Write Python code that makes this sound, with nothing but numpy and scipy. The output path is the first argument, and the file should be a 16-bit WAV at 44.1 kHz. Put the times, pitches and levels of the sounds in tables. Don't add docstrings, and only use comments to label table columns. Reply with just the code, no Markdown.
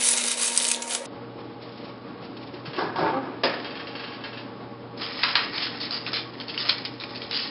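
import sys
import numpy as np
from scipy import signal
from scipy.fft import rfft, irfft, next_fast_len
from scipy.io import wavfile
from scipy.ndimage import uniform_filter1d

SR = 44100
rng = np.random.default_rng(int(sys.argv[2]) if len(sys.argv) > 2 else 0)


def master_out(mix):
    frames = np.transpose(np.atleast_2d(mix))
    ceiling = np.clip(frames, -1, 1)
    pcm = np.round(ceiling * 32767).astype(np.int16)
    wavfile.write(sys.argv[1], SR, pcm)


N = 330750

CLOSE_END_S = 1.062
FAST = 2
CLOSE_N = round(CLOSE_END_S * SR)
LONG = N + (FAST - 1) * CLOSE_N


# (frequency [Hz], density [dB per Hz])
FAN_SPECTRUM = [(15, -68.5), (25, -48.5), (112, -10.5), (178, -8), (285, -2), (417, -9.5), (466, -3.5),
                (521, -13.5), (570, -8), (652, -13), (852, -12.5), (1190, -16.5), (1270, -17), (1820, -24),
                (5200, -30), (6760, -79.5), (11400, -120)]
# (close scene [dB], wide scene [dB])
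FAN_LEVEL = (-41, -40)
# (frequency [Hz], width [Hz], level [dB])
FAN_HOLLOWS = [(275.2, 70, -3), (823, 14, -2), (1110.4, 17.15, -3.5)]
# (frequency [Hz], level in close scene [dB], level in wide scene [dB], waver [dB])
MOTOR_TONES = [(56.4, -70, -73.5, -1.5), (120.2, -46.5, -51.5, -2.1), (242, -48.5, -58, 1),
               (467, -47, -54, 3), (570, -61, -56, 3)]
# (time [s], level [dB])
RUSTLE_CURVES = [
    [(0.0, -27.5), (0.33, -28.5), (0.365, -38.5), (0.39, -27.5), (0.6, -30.5), (0.71, -30), (0.78, -44.5),
     (0.86, -39), (0.92, -36), (1.016, -48), (1.06, -48)],
    [(4.966, -61), (4.974, -47), (5.02, -31), (5.07, -35.5), (5.12, -34.5), (5.14, -36), (5.168, -37),
     (5.22, -32), (5.3, -32), (5.42, -35.5), (5.51, -37), (5.7, -37), (5.78, -41), (5.876, -41.5),
     (6.04, -47), (6.08, -37), (6.3, -49.5), (6.48, -48), (6.69, -31), (6.86, -46.5), (7.3, -44),
     (7.46, -37), (7.5, -48)],
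]
# (time [s], peak level [dB], bass share [dB], t60 [s])
FOIL_BURSTS = [(0.021, -11.5, -10.5, 0.53), (0.0643, -13, -7, 0.18), (0.085, -5, 3, 0.052),
               (0.104, -13, -5, 0.07), (0.112, -10, -1, 0.12), (0.128, -13, 0, 0.05),
               (0.138, -15, 3.5, 0.044), (0.1646, -17, 9, 0.25), (0.276, -14, 4, 0.071),
               (0.314, -14, -6, 0.069), (0.4127, -13.5, 2, 0.24), (0.4688, -13, -7.5, 0.11),
               (0.56, -23, -11, 0.092), (0.576, -7.5, -23, 0.029), (0.6, -20, -4, 0.045),
               (0.623, -13.5, -4, 0.092), (0.6427, -12, 2, 0.05), (0.652, -20, 4.5, 0.035),
               (0.68, -11, -5, 0.07), (0.7, -18.5, 4.5, 0.06), (0.716, -6, -2, 0.032),
               (0.74, -23, -3, 0.087), (0.821, -16, 7.5, 0.055), (0.8735, -23, -11, 0.078),
               (0.9, -22, 3, 0.15), (0.9077, -18.5, 8, 0.2), (0.928, -17.5, 3, 0.2), (0.949, -7, 8, 0.035),
               (1.054, -25, 12, 0.045), (5.013, -23, 3, 0.28), (5.5252, -21, 7.5, 0.31),
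               (5.5776, -13, -12, 0.029), (5.6, -17, 2, 0.28), (5.6172, -16, 3.5, 0.11),
               (5.797, -19.5, -12, 0.22), (5.8254, -22, -21.5, 0.16), (5.909, -17.5, 4, 0.28),
               (5.959, -22, -17, 0.063), (6.0661, -18.5, 8.5, 0.067), (6.129, -14.5, 3, 0.065),
               (6.14, -14, 2, 0.18), (6.4021, -22, 5.5, 0.064), (6.484, -19.5, -19.5, 0.11),
               (6.537, -23.5, -23, 0.068), (6.576, -17, -17.5, 0.088), (6.6, -15, -19, 0.076),
               (6.6868, -10.5, 1.5, 0.047), (6.6917, -6.5, -3.5, 0.065), (6.776, -27, -15, 0.11),
               (6.85, -17, -14, 0.062), (7, -21, 3, 0.097), (7.0363, -19.5, 6, 0.032),
               (7.146, -23, -8, 0.11), (7.2192, -26, -3, 0.1), (7.31, -19.5, -22, 0.11),
               (7.3296, -15, -11, 0.39), (7.349, -23.5, -5.5, 0.12), (7.3758, -24, -6, 0.19)]
# (frequency [Hz], density [dB per Hz])
FOIL_SPECTRUM = [(180, -30), (300, -15.5), (424, -13), (456, -18.5), (558, -12), (607, -10.5), (900, -10),
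                 (1150, -6.5), (1900, -4.5), (2800, -5), (3950, -1.5), (5200, 1), (6760, -36),
                 (11400, -120)]
# (time [s], peak level [dB], pitch as heard [Hz])
SHARP_POPS = [(0.0664, -18, 6300), (0.0914, -19, 4470), (0.104, -15, 9000), (0.112, -14, 8000),
              (0.132, -10, 10000), (0.1395, -15, 6000), (0.168, -17, 8500), (0.1748, -9, 7600),
              (0.183, -9, 7460), (0.239, -16, 3500), (0.255, -21, 5240), (0.2755, -12, 9800),
              (0.285, -17, 2930), (0.316, -12, 9800), (0.343, -17, 8000), (0.383, -15, 10000),
              (0.4155, -17, 9800), (0.445, -12, 10000), (0.4699, -13, 6600), (0.548, -24, 7300),
              (0.564, -9, 9000), (0.5757, -1.5, 8400), (0.601, -11.5, 2980), (0.644, -13, 7500),
              (0.651, -11.5, 3200), (0.681, -15, 9500), (0.6869, -7.5, 9000), (0.702, -18, 5500),
              (0.707, -20, 2700), (0.715, -1, 2650), (0.718, -9.5, 8050), (0.739, -14, 5000),
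              (0.7464, -13.5, 3460), (0.762, -18, 7000), (0.8212, -18, 5470), (0.8945, -25, 9800),
              (0.9089, -15, 3000), (0.944, -25, 7500), (0.9492, -11.5, 7920), (1.054, -33.5, 9000),
              (5.236, -6.5, 2134), (5.2394, -6, 4830), (5.266, -17.5, 2600), (5.3543, -8.5, 3800),
              (5.3556, -6, 2770), (5.369, -10, 1390), (5.5793, -24, 4420), (5.625, -16, 4600),
              (5.909, -13, 4281), (6.0652, -17, 2720), (6.12, -23, 4780), (6.1324, -16, 4480),
              (6.141, -13.5, 4330), (6.401, -19.5, 3270), (6.483, -21.5, 4380), (6.577, -14, 2890),
              (6.6004, -21.5, 3800), (6.354, -33.5, 1950), (6.545, -24.5, 1820), (6.666, -30, 1500),
              (6.6941, -7.5, 4970), (6.697, -5, 4200), (6.708, -20.5, 4600), (6.783, -20, 4680),
              (6.8516, -14.5, 4700), (7.001, -23, 4520), (7.0372, -18.5, 2500), (7.113, -34, 3000),
              (7.15, -31.5, 4320), (7.219, -20.5, 3400), (7.3117, -15, 4060), (7.3303, -15, 3890),
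              (7.346, -12, 3800), (7.374, -16, 4500), (7.409, -25, 3900)]
# (frequency [Hz], t60 [s])
ROOM_DECAY = [(250, 0.76), (700, 0.32), (1800, 0.51), (4600, 0.28)]
# (time [s], level [dB], pitch [Hz])
SOFT_BUMPS = [(1.005, -23, 271), (1.21, -25.5, 286), (2.536, -24, 364), (2.676, -23.5, 139),
              (3.17, -26.5, 268), (3.285, -28, 326), (3.437, -23.5, 269), (3.456, -25, 530)]
# (time [s], hold [s], level [dB])
CLOTH_BRUSHES = [(1.38, .1, -57.5), (1.6, 0.29, -50.5), (2.215, .02, -48.5), (2.366, 0.011, -42.5),
                 (2.535, .04, -56)]
# (time [s], peak level [dB])
RACK_TICKS = [(2.539, -34), (2.656, -26), (2.733, -26), (2.7631, -24), (2.961, -26), (3.645, -23.5),
              (3.7061, -28.5), (3.7529, -25.5), (3.796, -24), (3.8706, -25), (3.952, -23), (3.9939, -24),
              (4.0369, -24), (4.0746, -27.5), (4.12, -29.5), (4.161, -35), (4.207, -33), (4.2381, -21.5),
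              (4.329, -28), (4.372, -26)]
# (frequency [Hz], level [dB], t60 [s], capped at longest_s)
RACK_MODES = [(1670, 4.5, 5.0), (1940, -21.5, 5.0), (2700, 1.5, 1.3), (2680, 4, 0.17), (2700, -5, 0.26),
              (3170, 3.5, 0.44), (3760, -19, 0.11), (4270, -9, 0.1), (4320, -7.5, 0.38), (4500, 1.5, 0.27),
              (4760, -15.5, 0.3)]
# (time [s], hold [s], groan level [dB], hiss relative to groan [dB], groan fall [dB/s])
DRAG_JERKS = [(2.65, 0.0082, -43.5, 8, 100.5), (2.745, .03, -40, -6.5, 102.5), (2.78, 0.036, -25, -2, 92),
              (2.956, 0.14, -26.5, -4.5, 103), (3.011, 0.038, -23, -14, 92.5),
              (3.09, 0.026, -33, -7.5, 103), (3.134, 0.042, -31, -14, 262),
              (3.174, 0.013, -34, -18.5, 303.5), (3.215, 0.067, -36.5, -10, 106)]
# (frequency [Hz], width [Hz], level [dB])
PANEL_RESONANCES = [(166, 38, 0.5), (295, 50, -4), (359, 34, -8), (377, 50, 8), (414, 25, 4.5),
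                    (535, 35, -4.5), (646, 64, -8.5), (653, 22, -10), (755, 41, 5.5), (882, 28, 6),
                    (970, 31, -6), (1177, 61, -7.5), (1340, 43, -19.5), (1384, 28, -5.5), (1580, 39, 3),
                    (1683, 67, 5)]
# (time [s], hold [s], level [dB], start pitch [Hz], end pitch [Hz])
CREAK_NOTES = [(2.776, 0.022, -31.5, 1125, 1140), (2.783, 0.029, -37.5, 400, 474),
               (2.8, .04, -43, 870, 878), (2.81, 0.019, -36.5, 1580, 1580), (2.961, 0.034, -33, 370, 362),
               (2.967, 0.029, -34.5, 1134, 1130), (3.013, 0.037, -30.5, 655, 587),
               (3.022, 0.082, -29.5, 890, 883), (3.048, 0.016, -31, 371, 357),
               (3.062, .05, -37, 1100, 1137), (3.112, 0.068, -32.5, 767, 817),
               (3.132, 0.049, -31, 498, 540), (3.134, 0.03, -33, 1143, 1153),
               (3.148, 0.029, -38, 1320, 1273), (3.148, 0.02, -46.5, 1640, 1605),
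               (3.157, 0.031, -31, 272.3, 271)]
# (time [s], peak level [dB])
DOOR_BANGS = [(3.435, -6), (3.439, -7), (3.444, -10.5), (3.451, -10.5), (3.455, -9.5), (3.465, -13.5),
              (3.471, -15.5), (3.496, -19), (3.539, -16.5), (3.6, -22.5)]
# (frequency [Hz], level [dB], t60 [s], capped at longest_s)
DOOR_MODES = [(254, -3.5, 0.2), (550, 7.5, 0.078), (370, -2, 0.15), (687, -0.5, 0.12), (905, -1, 0.15),
              (1055, 2.5, 0.069), (1130, -10, 0.096), (1300, -25.5, 0.92), (1574, 2, 0.06), (1720, 0, 0.3),
              (1840, 2, 0.095), (2090, -13, 0.097), (2480, -17.5, 0.44), (2896, -26.5, 5.0),
              (3540, -17, 0.11), (3950, -27, 0.1), (4480, -19, 0.14), (4500, -16, 0.46), (4850, -12, 0.94),
              (4960, 0, 1.6)]
# (start [s], end of slow sag [s], level [dB])
RACK_SHIVER = (3.45, 4.3, -44)
# (time [s], peak level [dB])
PAN_KNOCKS = [(5.2289, -15), (5.233, -6.5), (5.354, -4.5), (5.368, -15.5)]
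# (frequency [Hz], level [dB], t60 [s], capped at longest_s)
PAN_MODES = [(976, -6, 0.21), (1150, -8, 0.18), (1363, -1.5, 0.34), (1627, -2.5, 0.09), (2120, -22, 5.0),
             (2450, -18, 0.026), (2600, -4.5, 0.21), (3340, -19.5, 5.0), (3270, -19.5, 0.33),
             (3200, -14, 0.22), (3800, -4.5, 0.19), (4100, -2.5, 0.22), (4350, -2.5, 0.05),
             (4380, -14.5, 0.17), (4870, -2.5, 0.64), (5300, -18, 0.11)]

SWELL_SHARE = 0.15
FACET_LOW_HZ, FACET_HIGH_HZ, FACET_WIDTH_HZ, FACET_DB = 2300, 5200, 190, 0.5
POP_Q, POP_NOTE_DB = 5.5, 10.5
BRUSH_RISE_S, BRUSH_FALL_DB_PER_S = 0.0047, 106
JERK_RISE_S, HISS_FALL_DB_PER_S = 0.0046, 154
CREAK_RISE_S, CREAK_FALL_DB_PER_S, CREAK_PITCH_WAVER = 0.0036, 453, 0.01246
SHIVER_SAG_DB_PER_S, SHIVER_STOP_DB_PER_S = 16.5, 110
CAMERA_HZ, EDGE_HZ = 5480, 11558


def amp(db):
    return np.exp(np.asarray(db) * (np.log(10) / 20))


def evened(x):
    return x / np.sqrt(np.mean(x ** 2) + 1e-20)


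def lived(s):
    s = np.asarray(s)
    return (s + (FAST - 1) * np.minimum(s, CLOSE_END_S)) * SR


def curve(rows):
    rows = np.asarray(rows)
    return np.interp(np.arange(LONG), lived(rows[:, 0]), rows[:, 1], left=-120, right=-120)


def stroke(s, hold_s, db, rise_s, fall_db_per_s):
    t = (np.arange(LONG) - lived(s)) / SR
    rise = np.clip(t / rise_s, 0, 1)
    return rise * amp(db - fall_db_per_s * np.maximum(t - rise_s - hold_s, 0))


def read(points, hz):
    f, value = np.transpose(points)
    return np.interp(np.log(hz + 1), np.log(f + 1), value)


def coloured(x, points):
    size = next_fast_len(len(x))
    gain = amp(read(points, np.fft.rfftfreq(size, 1 / SR)))
    return irfft(rfft(x, size) * gain, size)[:len(x)]


def resonate(x, hz, width_hz):
    return signal.lfilter(*signal.iirpeak(hz, hz / width_hz, SR), x)


def filtered(x, order, hz, kind="low"):
    return signal.sosfilt(signal.butter(order, hz, kind, fs=SR, output="sos"), x)


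def wander(hz):
    steps = rng.standard_normal(LONG // 256 + 401)
    smooth = signal.lfilter(*signal.butter(2, hz, fs=SR / 256), steps)[400:]
    return np.interp(np.arange(LONG) / 256, np.arange(len(smooth)), np.clip(evened(smooth), -2, 2))


def clicks(per_s, spread_db):
    out, count = np.zeros(LONG), int(per_s * LONG / SR)
    size = amp(spread_db * np.minimum(rng.exponential(1, count), 3.5))
    out[rng.integers(0, LONG, count)] = size * rng.choice([-1., 1.], count)
    return out


def add(mix, s, sound):
    part = mix[int(lived(s)):][:len(sound)]
    part += sound[:len(part)]


def ring(modes, crack_db, crack_s, clatter_db, clatter_s, spread, longest_s, low_hz, top_hz):
    t = np.arange(SR // 3) / SR
    hz, db, t60 = np.transpose(modes)[:, :, None]
    detune, phase, struck = rng.random((3, len(modes), 1))
    dying = amp(db + 4.5 * struck - 60 * t / np.minimum(t60, longest_s))
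    tones = dying * np.sin(2 * np.pi * (hz * (1 + spread * (detune - .5)) * t + phase))
    noise = filtered(rng.standard_normal(len(t)), 4, low_hz, "high")
    crack = noise * amp(crack_db - 60 * t / crack_s)
    clatter = filtered(noise, 1, top_hz) * amp(clatter_db - 60 * t / clatter_s)
    blow = tones.sum(0) + crack + clatter
    blow *= 1 - np.exp(-t / 0.00032)
    return blow / (3.5 * blow[:SR // 100].std())


def struck_series(rows, modes, **blow):
    out = np.zeros(LONG)
    for s, db in rows:
        add(out, s, amp(db) * ring(modes, **blow))
    return out


def appliances():
    air = evened(coloured(rng.standard_normal(LONG), FAN_SPECTRUM)) * amp(1.2 * wander(6.5))
    blow = rng.standard_normal(LONG)
    hollow = sum(amp(db + 3 * wander(7)) * resonate(blow, hz, width) for hz, width, db in FAN_HOLLOWS)
    close = np.arange(LONG) < FAST * CLOSE_N
    out = amp(np.where(close, *FAN_LEVEL)) * evened(air + .5 * evened(hollow))
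    for hz, close_db, wide_db, waver_db in MOTOR_TONES:
        turns = np.cumsum(hz * (1 + 0.0028 * wander(2.7))) / SR
        level = amp(np.where(close, close_db, wide_db) + waver_db * wander(2.6))
        out += np.sqrt(2) * level * np.sin(2 * np.pi * turns)
    return out


def foil_rustle():
    t = np.arange(400) / SR
    grains = np.zeros(LONG)
    for hz in np.geomspace(500, 5600, num=12):
        impact = rng.standard_normal(len(t)) * amp(-60 * t / 0.018)
        tick = evened(resonate(impact, hz, .35 * hz)) * (hz / 2000) ** 0.23
        grains += signal.oaconvolve(clicks(170, 2.7), tick)[:LONG] * amp(0.96 * wander(25))
    crackle = evened(coloured(grains, FOIL_SPECTRUM) * amp(2.2 * wander(40)))
    return sum(amp(curve(rows)) for rows in RUSTLE_CURVES) * crackle


def foil_bursts():
    out, t = np.zeros(LONG), np.arange(SR // 4) / SR
    for s, db, bass_db, t60 in FOIL_BURSTS:
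        t60 = max(t60, .01)
        noise = rng.standard_normal(len(t))
        roughness = 2.2 if s < CLOSE_END_S else 1.2
        grit = amp(roughness * evened(uniform_filter1d(noise[::-1], size=120)))
        ticks = roughness * noise * (abs(noise) > 2.8)
        sheet = evened(coloured((noise + ticks) * grit, FOIL_SPECTRUM))
        bass = signal.lfilter(*signal.butter(2, 2200, fs=SR), sheet)
        sheet = sheet - bass + amp(bass_db) * bass
        facets = sum(resonate(sheet, hz, FACET_WIDTH_HZ) for hz in rng.uniform(FACET_LOW_HZ, FACET_HIGH_HZ, 4))
        sheet = evened(sheet + amp(FACET_DB) * facets)
        swell = (1 - np.exp(-t / (SWELL_SHARE * t60))) * amp(-60 * t / t60)
        add(out, s, amp(db) * sheet / 4 * swell / swell.max())
    return out


def sharp_pops():
    out, t = np.zeros(LONG), np.arange(600) / SR
    for s, db, heard_hz in SHARP_POPS:
        impact = (3 * (t == 0) + rng.standard_normal(len(t))) * amp(-60 * t / 0.011)
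        pop = filtered(impact, 2, [1300, 6500], "band")
        hz = heard_hz / (FAST if s < CLOSE_END_S else 1)
        pop = pop + amp(POP_NOTE_DB) * resonate(pop, hz, hz / POP_Q)
        add(out, s, amp(db) * pop / abs(pop).max())
    return out


def kitchen(x):
    taps = np.zeros(SR // 2)
    at = np.arange(220, len(taps) - 20, 20)
    taps[at + rng.integers(0, 20, len(at))] = rng.choice([-1., 1.], len(at))
    hz, t, z = signal.stft(taps, SR, nperseg=256)
    decay = amp(-60 * t / read(ROOM_DECAY, hz)[:, None])
    tail = signal.istft(z * decay, SR, nperseg=256)[1]
    return signal.oaconvolve(x, tail / np.linalg.norm(tail))[:len(x)]


def bumps():
    out, t = np.zeros(LONG), np.arange(SR // 8) / SR
    for s, db, hz in SOFT_BUMPS:
        envelope = amp(db - 60 * t / 0.088) * (1 - np.exp(-t / 0.0065))
        add(out, s, envelope * np.sin(2 * np.pi * hz * t))
    return out


def cloth():
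    brush = rng.standard_normal(LONG) * amp(3.9 * wander(30))
    level = sum(stroke(*row, BRUSH_RISE_S, BRUSH_FALL_DB_PER_S) for row in CLOTH_BRUSHES)
    return level * evened(filtered(brush, 2, [2000, 6500], "band"))


def rack_ticks():
    return struck_series(RACK_TICKS, RACK_MODES, crack_db=11.0, crack_s=0.0022, clatter_db=19.0, clatter_s=0.36,
                         spread=0.09, longest_s=0.17, low_hz=470, top_hz=3200)


def door_drag():
    slips = clicks(2500, 1.6) * amp(1.2 * wander(40))
    groan = sum(amp(db + 3 * wander(9)) * resonate(slips, hz, width) for hz, width, db in PANEL_RESONANCES)
    body = filtered(slips, 6, [170, 1780], "band")
    hiss = evened(filtered(slips, 2, 1900, "high"))
    panel = evened(evened(groan) + .95 * evened(body))
    pull = np.max([stroke(s, hold, db, JERK_RISE_S, fall) for s, hold, db, _, fall in DRAG_JERKS], axis=0)
    scrape = np.max([stroke(s, hold / 2, db + hiss_db, JERK_RISE_S, HISS_FALL_DB_PER_S)
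                     for s, hold, db, hiss_db, _ in DRAG_JERKS], axis=0)
    return pull * panel + scrape * hiss


def creaks():
    out, shake = np.zeros(LONG), wander(41.7)
    for s, hold, db, start_hz, end_hz in CREAK_NOTES:
        glide = np.interp(np.arange(LONG), lived([s, s + hold]), [start_hz, end_hz])
        hz = glide * (1 + CREAK_PITCH_WAVER * shake)
        note = np.sqrt(2) * np.sin(2 * np.pi * (np.cumsum(hz) / SR + rng.random()))
        shake = np.roll(shake, SR)
        out += stroke(s, hold, db, CREAK_RISE_S, CREAK_FALL_DB_PER_S) * note
    return out


def door_bangs():
    return struck_series(DOOR_BANGS, DOOR_MODES, crack_db=19.2, crack_s=0.039, clatter_db=13.6, clatter_s=0.7,
                         spread=0.022, longest_s=0.14, low_hz=224, top_hz=930)


def rack_shiver():
    chatter = clicks(900, 2.8) * amp(4 * wander(13))
    wires = sum(amp(db + 5 * wander(6.5)) * resonate(chatter, hz, 300) for hz, db, _ in RACK_MODES)
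    loose = filtered(chatter, 1, [700, 6000], "band")
    start, end, db = RACK_SHIVER
    sag = stroke(start, 0, db, .01, SHIVER_SAG_DB_PER_S)
    stop = stroke(start, end - start, 0, .01, SHIVER_STOP_DB_PER_S)
    return sag * stop * evened(evened(wires) + 1.3 * evened(loose))


def pan_knocks():
    return struck_series(PAN_KNOCKS, PAN_MODES, crack_db=18.8, crack_s=0.011, clatter_db=15.4, clatter_s=0.36,
                         spread=0.046, longest_s=0.16, low_hz=980, top_hz=2200)


def scene():
    near = foil_rustle() + foil_bursts() + sharp_pops() + bumps() + cloth() + rack_ticks()
    near += door_drag() + creaks() + door_bangs() + rack_shiver() + pan_knocks()
    near = filtered(near, 2, 110, "high")
    close, wide = np.split(near, [FAST * CLOSE_N])
    hum_close, hum_wide = np.split(appliances(), [FAST * CLOSE_N])
    close = amp(0.5) * close + amp(-7) * kitchen(close) + hum_close
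    wide = amp(-0.5) * wide + amp(-10.0) * kitchen(wide) + hum_wide
    return np.concatenate([signal.resample_poly(close, 1, FAST), wide])[None]


def record(dry):
    narrow = signal.firwin(255, CAMERA_HZ - 60, window=("kaiser", 7), fs=SR)
    doubled = FAST * narrow[None, 1::FAST]
    close = signal.oaconvolve(dry[:, :CLOSE_N], doubled, "same")
    wide = signal.oaconvolve(dry, narrow[None], "same")[:, CLOSE_N:]
    joined = np.concatenate([close, wide], axis=1)
    joined = joined + amp(-94.5) * rng.standard_normal(dry.shape)
    joined = joined - amp(-32.5) * joined ** 3
    final_band = signal.firwin(511, EDGE_HZ, window=("kaiser", 9), fs=SR)
    return signal.oaconvolve(joined, final_band[None], "same")


dry = scene()
out = record(dry)
master_out(out)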